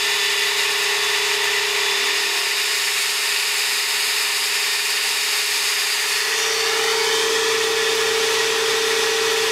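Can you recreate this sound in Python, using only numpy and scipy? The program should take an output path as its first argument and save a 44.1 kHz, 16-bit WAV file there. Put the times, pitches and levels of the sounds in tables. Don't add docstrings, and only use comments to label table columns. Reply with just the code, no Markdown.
import sys
import numpy as np
from scipy import signal
from scipy.io import wavfile
from scipy.ndimage import uniform_filter1d

SR = 44100
rng = np.random.default_rng(int(sys.argv[2]) if len(sys.argv) > 2 else 0)


def pcm_store(signal):
    levels = np.round(np.clip(np.atleast_2d(signal), -1, 1) * 32767)
    wavfile.write(sys.argv[1], SR, levels.astype(np.int16).T)


N = 419391

# (time [s], nearness [0 at the valve to 1 at the cabinet])
NEAR = [(0, 0.084), (1.3, 0.31), (1.85, 0.3), (2.5, 0.084), (4.1, 0.037), (6.0, 0.08), (6.5, 0.8),
        (7.35, 0.88), (9.5, 0.88)]
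# (shaft at low suction [Hz], shaft at full suction [Hz], lag [s], settling [s], deepest sag [Hz])
ROTOR_SPEEDS = [(434.4, 447.7, .08, 1.15, 0), (405.3, 416, 0, .9, 9.7), (380, 398.7, 0, 1.25, 0),
                (160, 258.5, .6, 1.05, 0)]
# (level at the valve [dB], level at the cabinet [dB], extra at low suction [dB], change in the quiet spot [dB])
ROTOR_LEVELS = [(-50.5, -21.5, 5.8, -2.5), (-43.5, -31.5, 6.5, -3.5), (-48.5, -34.5, 4.5, -4),
                (-66, -51, 5, -10)]
SWITCH_S = 1.72
BASS_NEAR = (0.76, 0.91)


def undb(db):
    return 10 ** (np.asarray(db) / 20)


def curves(table, t):
    s, *columns = np.transpose(table)
    return [np.interp(t, s, column) for column in columns]


def nearness(t):
    return curves(NEAR, t)[0]


def ramp(x, span):
    return np.interp(x, span, [0, 1])


def walk(rate):
    k = int(SR / rate)
    held = np.repeat(rng.standard_normal(N // k + 2), k)
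    smooth = uniform_filter1d(uniform_filter1d(held, k), k)
    return 1.233 * smooth[:N]


def bells(f, modes):
    return sum(db * np.exp(-(2 * (f - middle) / width) ** 2) for middle, width, db in modes)


def slope(f, points):
    hz, db = np.transpose(points)
    return np.interp(np.log(f), np.log(hz), db)


def tone(hz, db, wobble_hz, flutter_db):
    phase = 2 * np.pi * np.cumsum(hz + wobble_hz * walk(25)) / SR
    return np.sqrt(2) * undb(db + flutter_db * walk(15)) * np.sin(phase)


def heard_db(levels, near, idle):
    valve_db, cabinet_db, idle_db = levels
    return (1 - near) * valve_db + near * cabinet_db + idle * idle_db


def shaft_speed(t, low_hz, full_hz, lag_s, settle_s, sag_hz):
    sag_s = .33
    suction = 1 - np.exp(-np.maximum(t - SWITCH_S - lag_s, 0) / settle_s)
    surge = np.maximum(t - SWITCH_S, 0) / sag_s
    sag = (surge * np.exp(1 - surge)) ** 1.3
    return low_hz + (full_hz - low_hz) * suction - sag_hz * sag


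def rotor_db(t, levels, near):
    quiet_spot_s, quiet_length_s = 6.5, 0.44
    *steady, quiet_db = levels
    idle = 1 - ramp(t, (1.93, 3.1))
    return heard_db(steady, near, idle) + bells(t, [(quiet_spot_s, quiet_length_s, quiet_db)])


def shaft_tone(hz, db):
    return tone(hz, db, wobble_hz=0.25, flutter_db=0.4)


def motors(t):
    # (time [s], level change [dB])
    slow_fade = [(1.65, -2), (1.9, -16), (2.7, -10), (3.3, 2.5), (4.9, 4), (5.8, 1), (7.2, 3)]
    near = nearness(t)
    fast_speed, middle_speed, _, slow_speed = ROTOR_SPEEDS
    fast_level, middle_level, _, slow_level = ROTOR_LEVELS
    fast_hz = shaft_speed(t, *fast_speed) + 1.2 * (1 - ramp(t, (.5, 1.05)))
    fast_db = rotor_db(t, fast_level, near)
    fast = shaft_tone(fast_hz, fast_db)
    third = undb(-23) * tone(3 * fast_hz, fast_db, wobble_hz=1.5, flutter_db=2.5)
    middle = shaft_tone(shaft_speed(t, *middle_speed), rotor_db(t, middle_level, near))
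    slow_db = rotor_db(t, slow_level, ramp(near, BASS_NEAR)) + curves(slow_fade, t)[0]
    slow = shaft_tone(shaft_speed(t, *slow_speed), slow_db)
    return fast + third + middle + slow + fan_whine(t, fast_hz)


def fan_whine(t, shaft_hz):
    # (time [s], level [dB])
    whine_level = [(0, -30.5), (.3, -29.5), (.8, -35), (1.0, -32.5), (1.45, -31), (1.76, -38),
                   (1.88, -29.5), (2.05, -32.5), (2.3, -40), (2.8, -49), (4.2, -48), (4.5, -40.5),
                   (6.2, -43.5), (6.5, -37.5), (6.75, -36), (6.92, -42), (7.2, -37.5), (7.6, -44),
                   (9.5, -43)]
    return tone(8 * shaft_hz, curves(whine_level, t)[0], wobble_hz=1.9, flutter_db=1.2)


def mains_hum(t):
    # (level at the valve [dB], level at the cabinet [dB], extra until the drop [dB])
    hum_level = (-66, -49.2, 6.5)
    before_drop = 1 - ramp(t, (1.9, 1.96))
    db = heard_db(hum_level, nearness(t) ** 2, before_drop)
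    return tone(2 * 60, db, wobble_hz=0.11, flutter_db=0.0)


def air(t, size=4096):
    # (frequency [Hz], power density [dB per Hz])
    jet = [(30, -96), (120, -88), (300, -78.5), (650, -73), (850, -65), (1600, -63.5), (1800, -57),
           (5200, -58), (6500, -62), (9500, -67.5), (13800, -73.5), (15600, -86)]
    # (frequency [Hz], width [Hz], gain [dB])
    port_modes = [(440, 65, 6), (505, 53, -1), (924, 34, 8), (1096, 60, 3), (1465, 50, 3), (1580, 75, -6),
                  (1805, 120, 3), (2460, 220, 3), (2810, 200, 3), (3270, 590, -5), (3750, 150, 2),
                  (4130, 440, -3), (4800, 420, 2), (5240, 130, 3), (5870, 1040, -7.5), (9030, 300, 2.5),
                  (9500, 500, -2.5), (10830, 700, 2.5)]
    # (frequency [Hz], width [Hz], gain [dB])
    open_modes = [(342, 110, 2.5), (690, 50, 3), (950, 400, 3), (1320, 70, -1.5), (1790, 84, 4.5),
                  (1986, 85, 8), (2830, 1200, 2.5), (3880, 350, 3.5), (4300, 300, -1), (6500, 760, 2),
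                  (8700, 480, -1), (9900, 550, -4)]
    # (frequency [Hz], power density [dB per Hz])
    roar = [(30, -84), (120, -74.5), (300, -69), (420, -59.5), (620, -66.5), (750, -67.5), (830, -59.5),
            (1500, -61), (2600, -61.5), (5300, -63), (9500, -73.5), (13500, -81.3), (15600, -86.7)]
    # (frequency [Hz], width [Hz], gain [dB])
    cabinet_modes = [(343, 36, 7.5), (943, 36, 2), (1140, 340, 2), (1352, 53, 5), (1721, 64, 11),
                     (1905, 120, 9.5), (2130, 77, -1.5), (2235, 38, 8.5), (2386, 47, 6.5), (2560, 36, 7.5),
                     (2740, 110, 3), (2990, 38, 7), (3130, 50, 4), (3405, 180, 7), (3620, 180, 7),
                     (3800, 100, -3), (4080, 50, 0), (4400, 50, 3), (4590, 70, 4), (4930, 70, -3),
                     (5260, 60, 4), (6000, 350, 3.5), (6560, 90, 2.5)]
    # (change at the valve [dB], change at the cabinet [dB], extra at low suction [dB])
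    air_level = (-0.09, 0.53, -0.6)
    bass_hz, idle_tilt_db = 370, -0.8

    white = rng.standard_normal(N) * np.sqrt(SR / 2)
    overlap = size - size // 4
    f, s, frames = signal.stft(white, SR, nperseg=size, noverlap=overlap)
    f = np.maximum(f, 20)[:, None]
    near = nearness(s)
    idle = 1 - ramp(s, (2.07, 3))
    port = slope(f, jet) + bells(f, port_modes)
    cabinet = slope(f, roar) + bells(f, cabinet_modes)
    bass = 1 / (1 + (f / bass_hz) ** 4)
    share = (1 - bass) * near + bass * ramp(near, BASS_NEAR)
    colour = (1 - share) * port + share * cabinet + idle * bells(f, open_modes)
    space = clutter(f, s, near) + hiss_bands(f, s) + lid_reflections(f, s)
    tilt = idle * idle_tilt_db * np.log2(f / 3000)
    gain = undb(colour + space + heard_db(air_level, near, idle) + tilt)
    return signal.istft(frames * gain, SR, nperseg=size, noverlap=overlap)[1][:N]


def flutter(rush, split_hz=4500, whole_db=0.42, sway_db=0.1, flicker_db=0.58):
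    low = signal.sosfiltfilt(signal.butter(2, split_hz, fs=SR, output="sos"), rush)
    treble = (rush - low) * undb(sway_db * walk(14) + flicker_db * walk(60))
    return (low + treble) * undb(whole_db * walk(30))


def clutter(f, s, near, far_strength=0.21, near_strength=0.44, corner_hz=3000, count=24):
    path_m, drift_m_per_s = 0.356, 0.013
    spread, heading, size = rng.uniform(-1, 1, (count, 3)).T
    delay_ms = 3 + 14 * abs(spread)
    travel_m = path_m * np.cumsum(abs(np.gradient(near))) + drift_m_per_s * s
    travel_ms = travel_m / .343
    lag = -2j * np.pi * f / 1000
    size = size / np.sqrt(np.sum(size ** 2))
    echoes = 0
    for a, ms, way in zip(size, delay_ms, heading):
        turn = lag * (ms + way * travel_ms)
        echoes = echoes + a * np.exp(turn.astype(np.complex64))
    treble = f / np.hypot(f, corner_hz)
    strength = ((1 - near) * far_strength + near * near_strength) * treble
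    return 20 * np.log10(abs(1 + strength * echoes) + 1e-6)


def singing(t):
    # (frequency [Hz], level at the valve [dB], level at the cabinet [dB], wander [Hz])
    cabinet_tones = [(327, -66, -48.5, 2), (518, -70, -49.5, 3.2), (712, -68, -54.5, 3),
                     (2497, -44.5, -38, 3.5), (4990, -58, -43, 8), (6385, -56, -48, 3)]
    near = nearness(t)
    song = 0
    for hz, valve_db, cabinet_db, wander_hz in cabinet_tones:
        db = heard_db((valve_db, cabinet_db, 0), near, 0)
        song = song + tone(hz, db, wobble_hz=wander_hz, flutter_db=1)
    return song


def hiss_bands(f, s):
    # (middle [s], length [s], frequency at the middle [Hz], glide [Hz per s], width [Hz], gain [dB])
    bands = [(1.65, 1, 9400, 0, 500, -2), (2.3, 0.89, 5300, 0, 1000, 2), (2.45, .7, 3660, 250, 230, 2.5),
             (2.45, .7, 3800, 0, 260, -2), (2.93, .25, 4830, -6, 300, -9), (3.1, .35, 8300, 0, 350, 6),
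             (4.0, .8, 5700, 0, 500, -5), (5.7, 0.65, 6480, 0, 400, 4), (5.88, 0.27, 4800, -300, 260, 3.5),
             (6.0, .2, 5300, 0, 500, -5), (6.22, 0.18, 4380, -900, 260, 4),
             (6.304, 0.88, 1910, 450, 340, 3), (6.3, 0.55, 3900, 300, 360, -8),
             (6.42, 0.16, 6650, -800, 380, 8), (6.48, 0.32, 5800, -1100, 700, 7.5),
             (6.6, 0.21, 4500, 0, 420, 9), (7.2, 1, 1640, 0, 130, -5), (7.0, 0.95, 2680, 330, 260, -6),
             (6.87, .5, 810, 300, 200, 3.5), (6.98, .26, 4600, 600, 380, 6.5), (7.0, .3, 4020, -5, 310, -2),
             (6.95, 0.34, 2140, 902, 220, 5), (6.8, 0.55, 3440, 0, 220, -6),
             (7.25, 0.75, 3200, 626, 220, 5), (6.68, .34, 2850, 950, 170, 5),
             (6.66, 0.23, 2120, 1400, 170, 3.5), (6.76, .22, 1820, 0, 110, 4.5),
             (6.72, .24, 1960, 600, 110, -4), (7.18, .36, 2340, 500, 140, 3),
             (7.35, .45, 7200, 1500, 2600, 2)]
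    gain_db = 0
    for at, length, hz, glide, width, db in bands:
        envelope = np.exp(-(2 * (s - at) / length) ** 2)
        gain_db = gain_db + envelope * bells(f, [(hz + glide * (s - at), width, db)])
    return gain_db


def late_motor(t):
    # (frequency [Hz], width [Hz], gain [dB])
    panel_modes = [(247, 22, 7), (290, 20, 0), (322, 30, -10), (378, 20, -4)]
    spin_up_s = .385
    _, _, speed, _ = ROTOR_SPEEDS
    _, _, level, _ = ROTOR_LEVELS
    spin = np.tanh(np.maximum(t - SWITCH_S, 0) / spin_up_s)
    hz = shaft_speed(t, *speed) * spin
    force_db = 20 * np.log10(spin ** 3.4 + 1e-6)
    db = rotor_db(t, level, nearness(t)) + force_db + bells(hz, panel_modes)
    octave = undb(-6.5) * tone(2 * hz, db, wobble_hz=0.89, flutter_db=2.0)
    return shaft_tone(hz, db) + octave


def lid_reflections(f, s):
    # (time [s], delay [ms], share of the full echo [0-1])
    lid_echo = [(6.0, 2.7, 0), (6.4, 2.42, .4), (6.65, 2.08, .85), (6.8, 1.88, 1), (7.0, 1.65, 1),
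                (7.12, 1.48, .9), (7.35, 1.39, .75), (7.6, 1.35, .6), (7.75, 1.33, 0)]
    full_echo, reach_hz = .25, 3600
    delay_ms, lid = curves(lid_echo, s)
    lag = -2j * np.pi * f / 1000
    strength = full_echo * lid / (1 + (f / reach_hz) ** 4)
    return 20 * np.log10(abs(1 - strength * np.exp(lag * delay_ms)))


def scene():
    t = np.arange(N) / SR
    drone = motors(t) + mains_hum(t) + late_motor(t)
    bench = drone + flutter(air(t)) + singing(t)
    return np.array([bench, bench])


def record(dry):
    return signal.sosfilt(signal.ellip(12, .1, 90, 15600, fs=SR, output="sos"), dry)


dry = scene()
out = record(dry)
pcm_store(out)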